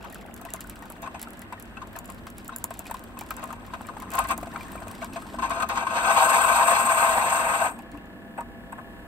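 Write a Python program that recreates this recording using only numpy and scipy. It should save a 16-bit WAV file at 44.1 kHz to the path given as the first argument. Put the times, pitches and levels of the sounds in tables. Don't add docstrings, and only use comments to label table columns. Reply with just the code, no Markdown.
import sys
import numpy as np
from scipy import signal
from scipy.fft import rfft, irfft, next_fast_len
from scipy.io import wavfile
from scipy.ndimage import uniform_filter1d

SR = 44100
rng = np.random.default_rng(int(sys.argv[2]) if len(sys.argv) > 2 else 0)


def voltage_ratio(level):
    return 10 ** (np.asarray(level, float) / 20)


def to_wav(s):
    ch = np.atleast_2d(s).T
    pcm = np.round(np.clip(ch, -1, 1) * 32767)
    wavfile.write(sys.argv[1], SR, pcm.astype(np.int16))


N = 399987
T = np.arange(N) / SR
SIZE = next_fast_len(N + SR // 2)
HZ = np.arange(SIZE // 2 + 1) * SR / SIZE
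COARSE = HZ[::16]
TOP = 1 / (1 + (HZ / 15750) ** 200)

# [t/s, level/dB]
TRICKLE = [
    (0, -88),
    (.45, -54.5),
    (1, -54.5),
    (2.2, -60),
    (3.5, -52.5),
    (4.7, -48.5),
    (5.4, -52.5),
    (5.68, -45),
    (5.86, -35),
]
# [t/s, level/dB]
PURGE = [
    (5.9, -37),
    (5.97, -24.5),
    (6.2, -19),
    (6.45, -21),
    (6.62, -20),
    (6.93, -20.5),
    (7.1, -21),
    (7.4, -24),
    (7.661, -25),
]
# [t/s, duration/s, level/dB]
SURGES = [
    (4.109, 0.11, -36.5),
    (4.274, 0.043, -28),
    (5.406, 0.056, -33),
    (5.48, 0.14, -34),
    (5.686, 0.12, -34),
]
# [t/s, depth/dB, length/s]
CHOKES = [(6.014, 2.5, 0.017), (6.134, 3.5, .02), (6.275, 8.5, 0.011), (6.41, 2.5, 0.017), (6.65, 3, 0.017),
          (6.742, 1, 0.012), (6.783, 2.5, 0.026), (6.843, 4, 0.018), (6.883, 4.5, 0.0067), (6.96, 2, 0.049),
          (7.066, 0.5, 0.01), (7.145, 2, 0.013), (7.284, 2, 0.04), (7.457, 1, 0.017), (7.52, 2.5, 0.014),
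          (7.632, 1.5, 0.02)]
# [t/s, hiss over roar/dB]
CLEARING = [
    (3.9, -14),
    (4.1, -14),
    (5.3, -6),
    (5.45, -16.5),
    (6.0, -16.5),
    (6.2, -9),
]
# [f/Hz, width/Hz, level/dB, left minus right/dB, right lag/rad]
MODES = [(517, 47, -16.5, 1, 0.56), (678, 42, -5, 2, 0.25), (793, 56, -7, 6.5, -0.2),
         (948.6, 44, -3, -1, -0.27), (1059, 48, 1.5, 2.5, 0.56), (1096, 59, -8, -7.5, -1),
         (1236, 37, -7, 13.5, -2), (1385, 51, -13.5, 6.5, -0.5), (1543, 65, -9.5, 13, -0.5),
         (1623, 132, -15, -6.5, -2), (1744, 63, -17.5, -3.5, -1.5), (1854, 164, -18, -3, -2.0),
         (1992, 32.5, -22.5, 4.5, 3.5), (2106, 35, -14.5, 4.5, 3.5),
         (2323, 69, -15, 1, 2.26), (2343, 33, -21.5, 6, 2.4), (2430, 13, -20.5, -11, 1.5),
       (2552, 66, -17.5, 0, -0.9), (2649, 80, -16, 7.5, -0.3), (2722, 62, -20, 5, -1.5),
       (3070, 87, -20.5, 0.5, 2), (3300, 180, -23.5, -2.5, 2), (3770, 43, -22, 4, -1.2),
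       (4160, 160, -25.5, 2, 1.8), (4870, 950, -32.5, 0, -2), (5750, 150, -38.5, -17, -1.9),
       (6110, 124, -41, -1, 1), (6460, 107, -14.5, -5.5, 3)]
# [lowest f/Hz, change as the phone draws back/dB, own flutter/dB]
PARTS = [(0, 2, 1.5), (740, 1.5, 2), (1000, -3.5, 1), (1150, -1, 2), (1700, 2.5, 2), (2250, 0.5, 0.44),
         (2900, -2, 1.3)]
BACK_S = [6.8, 7.42]
# [f/Hz, width/Hz, level/dB]
NEEDLE = [(8000, 330, -7.5), (8300, 83, 9.5), (8540, 1000, -1.5), (10200, 170, -3), (11050, 2700, -12.5),
          (13600, 1600, -14), (16100, 1100, -14.5)]
# [t/s, peak level/dB, t60/s]
SPURTS = [(4.139, -31, 0.12), (4.179, -14.5, 0.082), (4.24, -25, 0.088), (4.304, -14, 0.054),
          (5.385, -15.5, 0.059), (5.419, -22.5, 0.11), (5.503, -11.5, 0.049), (5.597, -15, 0.054),
          (5.621, -8.5, 0.047), (5.689, -20.5, 0.094), (5.773, -13, 0.031), (5.868, -13, 0.032),
          (5.905, -28.5, 0.038), (5.941, -60, 0.12), (8.374, -23.5, 0.09), (8.721, -16, 0.04)]
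# [t/s, peak level/dB, t60/s]
GLUGS = [(0.414, -36, 0.059), (0.451, -31.5, 0.059), (0.541, -27.5, 0.047), (0.901, -30, 0.035),
         (1.022, -37.5, 0.18), (1.142, -32, 0.096), (1.954, -35, 0.11), (2.087, -35.5, 0.08),
         (2.707, -24.5, 0.04), (2.793, -33.5, 0.064), (2.897, -28.5, 0.038), (3.427, -29.5, 0.084),
         (3.488, -32.5, 0.038), (4.38, -24, 0.025), (4.429, -20.5, 0.032), (4.47, -26, 0.033),
         (4.53, -39, 0.077), (4.754, -23.5, 0.025), (4.817, -25, 0.042), (4.87, -24, 0.021),
         (5.018, -23, 0.079), (5.159, -19, 0.07), (5.342, -23, 0.03), (5.821, -18.5, 0.041),
         (7.781, -36, 0.078), (7.935, -37, 0.082), (8.406, -14.5, 0.021), (8.775, -33.5, 0.1)]
# [t/s, peak level/dB, f/Hz, t60/s]
GULPS = [(0.04, -38.5, 937, 0.14), (0.156, -28.5, 1490, 0.022), (0.823, -29.5, 880, 0.026),
         (1.057, -33, 1000, 0.077), (1.074, -24, 1080, 0.033), (1.272, -27.5, 1320, 0.022),
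         (1.524, -24, 987, 0.05), (1.769, -34, 1330, 0.061), (1.816, -31.5, 1160, 0.068),
         (2.269, -30, 1094, 0.041), (2.492, -24.5, 1370, 0.033), (2.519, -39, 1056, 0.12),
         (2.641, -26, 920, 0.035), (2.912, -17, 920, 0.029), (2.944, -19, 1030, 0.03),
         (3.17, -28.5, 1066, 0.039), (3.213, -22.5, 865, 0.026), (3.307, -20.5, 1260, 0.042),
         (3.368, -45.5, 990, 0.25), (3.505, -24.5, 1210, 0.036), (3.527, -25.5, 920, 0.036),
         (3.735, -22, 1005, 0.054), (3.809, -20.5, 830, 0.013), (3.886, -26.5, 1210, 0.05),
         (3.967, -24.5, 860, 0.033), (4.02, -32, 1025, 0.057), (4.525, -44, 1850, 0.045),
         (4.559, -20.5, 1345, 0.033), (4.742, -40, 1820, 0.069), (5.222, -28, 1220, 0.018)]
# [t/s, peak level/dB]
SNAPS = [(0.341, -30), (0.414, -31), (0.5368, -18.5), (0.641, -39), (0.901, -30), (1.0206, -32.5),
         (1.3056, -34), (1.393, -30), (1.625, -33), (1.9887, -22.5), (2.057, -32), (2.302, -33),
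         (2.446, -35), (2.4796, -24), (2.562, -19.5), (2.5846, -27), (2.6413, -11), (2.792, -18.5),
         (2.911, -23.5), (3.0394, -34), (3.3666, -28), (3.4394, -26.5), (3.5276, -32), (3.8163, -35),
         (4.1537, -19), (4.19, -13.5), (4.311, -20.5), (4.378, -21), (5.689, -25.5), (0.537, -20),
         (3.3395, -40), (3.7391, -44), (4.2723, -34), (4.412, -36), (4.4909, -43), (4.5392, -39),
         (4.5777, -39), (4.7602, -40), (4.8036, -42), (5.2017, -44), (5.2232, -37), (0.7911, -41),
         (0.9687, -49), (1.0735, -47)]
# [t/s, peak level/dB]
SPLATS = [(0.126, -34), (0.145, -28), (0.364, -32.5), (0.451, -29), (0.504, -33), (0.607, -23),
          (0.697, -25.5), (0.9216, -33), (1.2157, -24), (1.228, -22.5), (1.418, -29.5), (1.9638, -29),
          (2.101, -29.5), (2.382, -28.5), (2.706, -31), (2.74, -32.5), (2.942, -29.5), (3.19, -24),
          (3.21, -26.5), (3.3063, -21.5), (4.001, -31), (4.104, -30), (4.137, -21.5), (4.24, -28),
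          (4.288, -26), (4.8816, -29), (4.914, -29.5), (5.045, -26), (5.497, -31), (5.623, -27)]
# [t/s, peak level/dB]
SPLASHES = [(0.027, -42.5), (0.757, -38.5), (0.823, -39.5), (1.034, -48), (1.195, -35), (2.268, -34.5),
            (2.855, -40), (2.8676, -33), (2.878, -42), (2.968, -39), (3.288, -40), (3.421, -42),
            (3.504, -43), (3.6647, -41), (4.1715, -30), (4.458, -41), (4.609, -38), (4.631, -37.5),
            (4.951, -38), (5.1334, -34), (5.758, -32)]
# [t/s, peak level/dB]
TICKS = [(0.0473, -39), (0.1002, -37.5), (0.2119, -40), (0.6723, -37), (1.1946, -48), (1.333, -37),
         (1.372, -41), (1.5253, -40), (1.5984, -33.5), (1.655, -43), (1.71, -51.5), (1.7679, -50),
         (1.8731, -41), (1.93, -41), (2.044, -38), (2.1212, -38), (2.1344, -50), (2.146, -39),
         (2.2583, -51), (2.2717, -58), (2.37, -50), (2.4079, -47), (2.8419, -42), (2.9936, -38),
         (3.3946, -41), (3.475, -38), (3.869, -33), (3.983, -43), (4.022, -32.5), (4.4283, -38.5),
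         (4.56, -40), (4.683, -38), (4.7185, -33), (5.0186, -41), (5.161, -39), (5.386, -58), (7.79, -39.5),
         (7.8215, -44), (7.9163, -41), (7.9734, -43.5), (8.0576, -47.5), (8.407, -40.5), (8.7213, -63),
         (0.183, -46), (0.263, -41), (0.3107, -55), (0.3765, -38), (0.561, -33), (0.614, -34),
         (0.7085, -45), (0.856, -38), (1.285, -41), (2.0777, -41), (2.597, -45), (2.604, -51), (2.772, -42),
         (3.2362, -40), (3.2637, -39), (3.4577, -40), (4.117, -28)]
# [f/Hz, level/dB]
FIZZ = [(3000, -20), (5000, -19), (7000, -1), (9000, -6), (11500, -1.5), (14000, -6), (15700, -8),
        (16200, -13)]
# [t/s, peak level/dB, f/Hz]
BLIPS = [(0.1296, -36, 1860), (0.449, -38, 2580), (0.488, -33, 1890), (0.611, -47, 2750),
         (0.825, -34, 1850), (1.4222, -37, 1970), (1.5787, -37, 1810), (1.7712, -30, 2625),
         (1.955, -31.5, 1710), (2.384, -53, 2330), (2.8598, -32.5, 2430), (3.177, -39, 2540),
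         (3.2107, -35, 2340), (3.3069, -31.5, 2400), (3.441, -41, 1930), (3.8495, -39, 2330),
         (4.109, -38, 2570), (4.2497, -31, 1960), (4.5287, -35, 1800), (4.5605, -31, 2290),
         (4.609, -28, 2340), (4.8825, -37, 2430), (5.017, -31.5, 2240), (5.128, -37, 2640),
         (5.158, -33, 2520), (4.55, -41, 2050), (4.582, -40, 2000), (4.652, -40, 1760), (4.712, -40, 1760),
         (4.73, -39, 1740), (4.756, -43, 1770), (4.778, -36, 2360), (4.94, -39, 2020), (5.045, -42, 2290),
         (0.26, -45, 2000), (0.505, -38, 2730), (0.57, -38, 2050), (0.645, -33, 1500), (0.86, -41, 1460),
         (1.065, -37, 2450), (1.15, -52, 2720), (2.535, -39, 3800), (2.56, -35, 1550)]
# [t/s, peak level/dB, f/Hz]
DRIPS = [
    (7.7912, -42.5, 2480),
    (7.8221, -54, 2770),
    (7.9159, -54, 4100),
    (7.9323, -48, 2000),
    (7.9743, -44, 2520),
]
# [t/s, f of the 51st multiple/Hz, level/dB]
MOTOR = [
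    (7.87, 1707, -55),
    (8.3, 1714, -55),
    (9.07, 1718, -55),
]
# [f/Hz, level/dB]
WHINE = [(506.0, -58), (672.9, -56.5), (807.5, -60), (958.2, -62), (1093, -61.5), (1244, -70)]
# [t/s, throb level/dB, tank hum level/dB]
PUMP = [
    (0.0, -40, -61),
    (0.07, -53, -49),
    (3.74, -51, -47.5),
    (4.14, -49, -42.5),
    (8.82, -55, -46),
    (9.07, -47, -46.5),
]
# [f/Hz, level per Hz/dB]
KITCHEN = [(12, -44), (22, -41), (40, -13), (93, 1.5), (130, -1.5), (228, -7), (459, -16), (690, -15),
           (980, -23.5), (1700, -19), (2300, -29.5), (2850, -28), (5000, -44), (16000, -44.5)]
# [f/Hz, left-right likeness]
ALIKE = [(20, 0.57), (150, -0.1), (300, 0.68), (900, 0.46), (1500, -0.14), (3000, -0.84), (6500, -0.63)]

LATE_S = 7.7


def unit(x):
    return x / np.sqrt(np.mean(x ** 2))


def shape(table):
    hz, value = np.transpose(table)
    return np.interp(np.log(HZ + 1), np.log(hz), value)


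def through(x, response):
    return irfft(rfft(x, SIZE) * response, SIZE)[..., :N]


def mode(hz, width, f=HZ):
    damping = 1.5j * f * width
    return (damping / (hz ** 2 - f ** 2 + damping)) ** 2


def walk(rate):
    k = int(SR / rate)
    held = np.repeat(rng.standard_normal(N // k + 1), k)
    return 1.26 * uniform_filter1d(uniform_filter1d(held, k), k)[:N]


def add(track, s, sound):
    i = int(s * SR)
    track[i:i + len(sound)] += sound[:N - i]


def rush():
    cut_s, cut_db_per_s, edge_s = PURGE[-1][0], 235, 0.027
    purge_db = np.interp(T, *np.transpose(PURGE), left=-99)
    purge_db = purge_db - cut_db_per_s * np.maximum(T - cut_s, 0)
    trickle_db = np.interp(T, *np.transpose(TRICKLE))
    air = voltage_ratio(purge_db) + voltage_ratio(trickle_db) * (T < PURGE[1][0])
    for s, length, db in SURGES:
        to_edge = np.minimum(T - s, s + length + edge_s - T)
        air = air + voltage_ratio(db) * np.clip(to_edge / edge_s, 0, 1)
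    flutter_db = np.clip(.5 * walk(40) + 1.3 * walk(160), -3, 2.5)
    for s, db, length in CHOKES:
        flutter_db = flutter_db - db * np.exp(-((T - s) / length) ** 2)
    hiss_db = np.interp(T, *np.transpose(CLEARING)) + 0.5 * flutter_db
    hiss_db = hiss_db + 1.95 * walk(90) + 1.3 * (T < 5.3) * walk(50)
    return air * voltage_ratio(flutter_db), air * voltage_ratio(hiss_db)


def body(x):
    parts = np.zeros((len(PARTS), 2, len(COARSE)), complex)
    for hz, width, db, pan, lag in MODES:
        k = sum(hz >= part[0] for part in PARTS[1:])
        left = voltage_ratio(db + pan / 2)
        right = voltage_ratio(db - pan / 2) * np.exp(-1j * lag)
        parts[k] += np.array([[left], [right]]) * mode(hz, width, COARSE)
    parts /= np.sqrt(np.mean(abs(parts.sum(axis=0).mean(axis=0)) ** 2))
    back, out = np.interp(T, BACK_S, [0, 1]), 0
    for part, (_, back_db, own_db) in zip(parts, PARTS):
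        push = rfft(x * voltage_ratio(back_db * back + own_db * walk(55)), SIZE)
        out = out + push * np.array([np.interp(HZ, COARSE, side) for side in part])
    return irfft(out, SIZE)[:, :N]


def needle():
    both = sum((-1) ** k * voltage_ratio(db) * mode(hz, width) for k, (hz, width, db) in enumerate(NEEDLE))
    return both / np.sqrt(np.mean(abs(both) ** 2))


def pockets():
    rows = [(s, db, 665, t60, -16.5) for s, db, t60 in GLUGS]
    rows += [(s, db, 1040, t60, -18.5) for s, db, t60 in SPURTS]
    rows += [(*row, -22) for row in GULPS]
    late_hiss_db = -14.5
    return [(*row[:4], row[4] if row[0] < LATE_S else late_hiss_db) for row in rows]


def bubble(hz, fade, climb):
    t = np.arange(len(fade)) / SR
    churn = np.cumsum(.035 * rng.standard_normal(len(t)))
    return fade * np.sin(2 * np.pi * hz * t * (1 + climb * t) + churn)


def gulps():
    ring, splash, spit, hiss = np.zeros((4, N))
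    t = np.arange(SR // 4) / SR
    for s, db, hz, t60, hiss_db in pockets():
        rise_s = .0045 if s >= 4.1 and t60 >= .04 else 0.0007
        fade = voltage_ratio(db + 3.5 - 60 * t / np.clip(t60, .02, .3)) * (1 - np.exp(-t / rise_s))
        fade = fade * voltage_ratio(2.5 - 12.4 * (t / t60 / 0.55) ** 2)
        ring_gain = .42 if s < LATE_S else .08
        splash_gain = .45 if s < 5.3 else .15 if s < LATE_S else .06
        spit_gain = 4.2 if s < 5.6 else 6.5 if s < LATE_S else 9.0
        add(ring, s, ring_gain * bubble(hz, fade, 0.81))
        add(splash, s, splash_gain * fade)
        add(spit, s, spit_gain * t60 * fade)
        add(hiss, s, 0.27 * fade * voltage_ratio(hiss_db))
    fat_drop = voltage_ratio(-26 - 60 * t / .13) * (1 - np.exp(-t / .008))
    add(ring, 7.935, bubble(260, fat_drop, 1.2))
    liquid = mode(1360, 500) + 1.06 * mode(1100, 490) + 0.16 * mode(2600, 650)
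    splash = through(splash * rng.standard_normal(N), liquid)
    return ring + splash, spit, hiss


def tear(t):
    noise = rng.standard_normal(len(t))
    film = noise + (1.5 * rng.random() - .8) * np.roll(noise, 1)
    hz = 8000 * 1.553 ** rng.random()
    note = np.sin(2 * np.pi * hz * t) * np.exp(-((t - .0014) / 0.00013) ** 2)
    echo_s, echo_db = .00045, -4
    note = signal.lfilter([1], np.r_[1, np.zeros(int(echo_s * SR)), -voltage_ratio(echo_db)], note)
    tail = 0.09 * np.exp(-t / 0.0067) * np.minimum(t / 0.0019, 1)
    return 0.77 * film * (np.exp(-((t - .0017) / 0.0011) ** 2) + tail) + note


def froth():
    crack, slap = np.zeros((2, N))
    t = np.arange(SR // 40) / SR
    for films, slap_db in [(SNAPS, -22.5), (SPLATS, -2), (SPLASHES, 8), (TICKS, 1.5)]:
        for s, db in films:
            add(crack, s - .001, voltage_ratio(db + 1.0) * tear(t))
            add(slap, s, voltage_ratio(db + slap_db - 12.0) * rng.standard_normal(len(t)) * np.exp(-t / 0.014))
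    at, big, sign = rng.random((3, N))
    bursts = at < 130 / SR * voltage_ratio(4.0 * walk(11))
    small = bursts * np.minimum(voltage_ratio(-4.5 * np.log(big)), 3.5) * np.sign(sign - .5)
    small = small * np.interp(T, [0, 4.5, 5.5, 7.7, 7.9], [0.37, 0.55, 0.97, 0.17, 0.027])
    puff = np.exp(-t / 0.0056) * (1 - np.exp(-t / 0.002))
    small = through(abs(small), rfft(puff, SIZE)) * rng.standard_normal(N)
    fizz = voltage_ratio(shape(FIZZ))
    slap = through(slap, mode(1680, 2300) + 0.5 * mode(3230, 5400))
    small = through(small, (voltage_ratio(-56) * fizz + voltage_ratio(-51.5) * mode(3000, 2700)) * TOP)
    return through(crack, fizz) + slap + small


def plips(count=700):
    out, t = np.zeros(N), np.arange(SR // 40) / SR
    for at, pitch, big in rng.random((count, 3)):
        hz = 650 * (5.5 if at < .8 else 3.) ** pitch ** .7
        size_db = -50.5 - 4 * pitch + min(-3.5 * np.log(big), 8)
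        fade = voltage_ratio(size_db - 60 * t * hz / 20) * np.minimum(t / .0015, 1)
        add(out, 5.4 * at, bubble(hz, fade, .6))
    stream_db = np.interp(T, [0, 2.4, 3, 4.3, 4.5, 5.4], [12.0, 0.49, 2.5, 11, 14.0, 7.6])
    out = out * voltage_ratio(stream_db + 1.5 * walk(25))
    for (s, db), pitch in zip(SPLASHES, rng.random(len(SPLASHES))):
        fade = voltage_ratio(db - 8 - 60 * t / .018) * np.minimum(t / .001, 1)
        add(out, s, bubble(1700 * 2.3 ** pitch, fade, 1.5))
    for s, db, hz in BLIPS:
        add(out, s, bubble(hz, voltage_ratio(db - 4.0 - 60 * t / 0.046) * np.minimum(t / 0.00042, 1), 0.78))
    for s, db, hz in DRIPS:
        add(out, s, bubble(hz, voltage_ratio(db - 60 * t / 0.036) * np.minimum(t / 0.0012, 1), 5.3))
    return out


def walls(x, t60=0.075, db=-13):
    t = np.arange(SR // 3) / SR
    echo = rng.standard_normal((2, len(t))) * voltage_ratio(-60 * t / t60) * (t > .003)
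    echo = rfft(echo / np.sqrt(np.sum(echo ** 2) / 2), SIZE) * HZ / (HZ + 1200)
    return x + voltage_ratio(db) * through(x, echo)


def emerging():
    return np.interp(T, [7.6, 7.85], [.15, 1])


def ticks():
    s, hz, _ = np.transpose(MOTOR)
    turns = np.cumsum(np.interp(T, s, hz) / 51 / SR)
    turns = np.floor(turns - turns[int(8.458 * SR)])
    return unit(np.diff(turns, prepend=turns[0])) * emerging()


def motor():
    cover = mode(1712, 46) + .25 * mode(1650, 150) + .1 * mode(1450, 300)
    cover = cover + .05 * mode(2280, 60) + .2 * mode(690, 200)
    whine = sum(voltage_ratio(db + .5 + 2.2 * walk(20)) * np.sin(2 * np.pi * hz * T) for hz, db in WHINE)
    ring = through(ticks(), cover)
    ring = ring / np.std(ring[-SR:]) * voltage_ratio(MOTOR[0][2] - 2.0) * np.array([[1.3], [.9]])
    return ring + whine * emerging()


def pump():
    s, throb_db, tank_db = np.transpose(PUMP)
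    mid, side = rng.standard_normal((2, N))
    noise = mid + 0.13 * side * np.array([[1], [-1]])
    stroke = 0.31 * mode(29.0, 14.0) + mode(51.0, 12.0) + 0.57 * mode(75.8, 15.0) + 0.73 * mode(98.1, 5.1)
    water = mode(234.5, 25.4) + 0.64 * mode(206, 24.0) + 0.48 * mode(274.6, 71.0)
    throb = unit(through(noise, stroke)) * voltage_ratio(np.interp(T, s, throb_db) + 2.0)
    return throb + unit(through(noise, water)) * voltage_ratio(np.interp(T, s, tank_db) - 0.5)


def kitchen():
    alike, out = np.clip(shape(ALIKE), -.99, .99), 0
    noise = rfft(rng.standard_normal((2, SIZE))) * voltage_ratio(shape(KITCHEN))
    mid, side = noise * np.sqrt([1 + alike, 1 - alike])
    both = np.array([mid + side, mid - side])
    for hz in 30 * 4.5 ** np.arange(6):
        band = np.cos(np.pi / 2 * np.clip(np.log2((HZ + 1) / hz) / 2, -1, 1)) ** 2
        out = out + voltage_ratio(1.4 * walk(2.83)) * irfft(both * band, SIZE)[:, :N]
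    return through(unit(out), HZ ** 2 / (HZ ** 2 + 200 ** 2) * TOP) * voltage_ratio(-41)


def scene():
    roar, hiss = rush()
    ring, spit, puff = gulps()
    air, jet = rng.standard_normal((2, N))
    dull = through(air, 1 / (1 + (HZ / 1900) ** 2))
    air = np.where(T < LATE_S, air, dull)
    low = body(air * (roar + spit) + voltage_ratio(-62) * ticks())
    high = through(jet * (hiss + puff), needle() * TOP)
    near = high + (ring + plips()) * voltage_ratio(np.array([[1.5], [-1.5]])) + froth()
    return low + walls(near) + motor() + pump() + kitchen()


def low_pass(x):
    return signal.sosfilt(signal.butter(12, 17130, fs=SR, output="sos"), x)


def record(dry):
    treble = 1 / (1 + (6600 / (HZ + 1)) ** 14) / (1 + (HZ / 16900) ** 80)
    half = np.pi * HZ * 268e-6 - .38
    port = treble * np.exp(-1j * half)
    mid, side = np.cos(half), -1j * np.sin(half)
    kept = through(dry[0], port * np.array([mid + side, mid - side]))
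    least = .36 + .2 * (HZ > 12000)
    mid, side = (v * np.clip((abs(v) - least) / .06, .03, 1) for v in (mid, side))
    top = through(dry[0], port * TOP * np.array([mid + side, mid - side]))
    energy = kept[0] ** 2
    sudden = uniform_filter1d(energy, size=128) / (uniform_filter1d(energy, size=2048) + 1e-12) > 3.3
    sudden = np.clip(12 * uniform_filter1d(1. * sudden, size=900), 0, 1)
    sound = through(dry, 1 / (1 + (HZ / 6600) ** 14)) + top + sudden * (kept - top)
    sound = np.tanh(.4 * sound) / .4
    return low_pass(sound)


dry = scene()
out = record(dry)
to_wav(out)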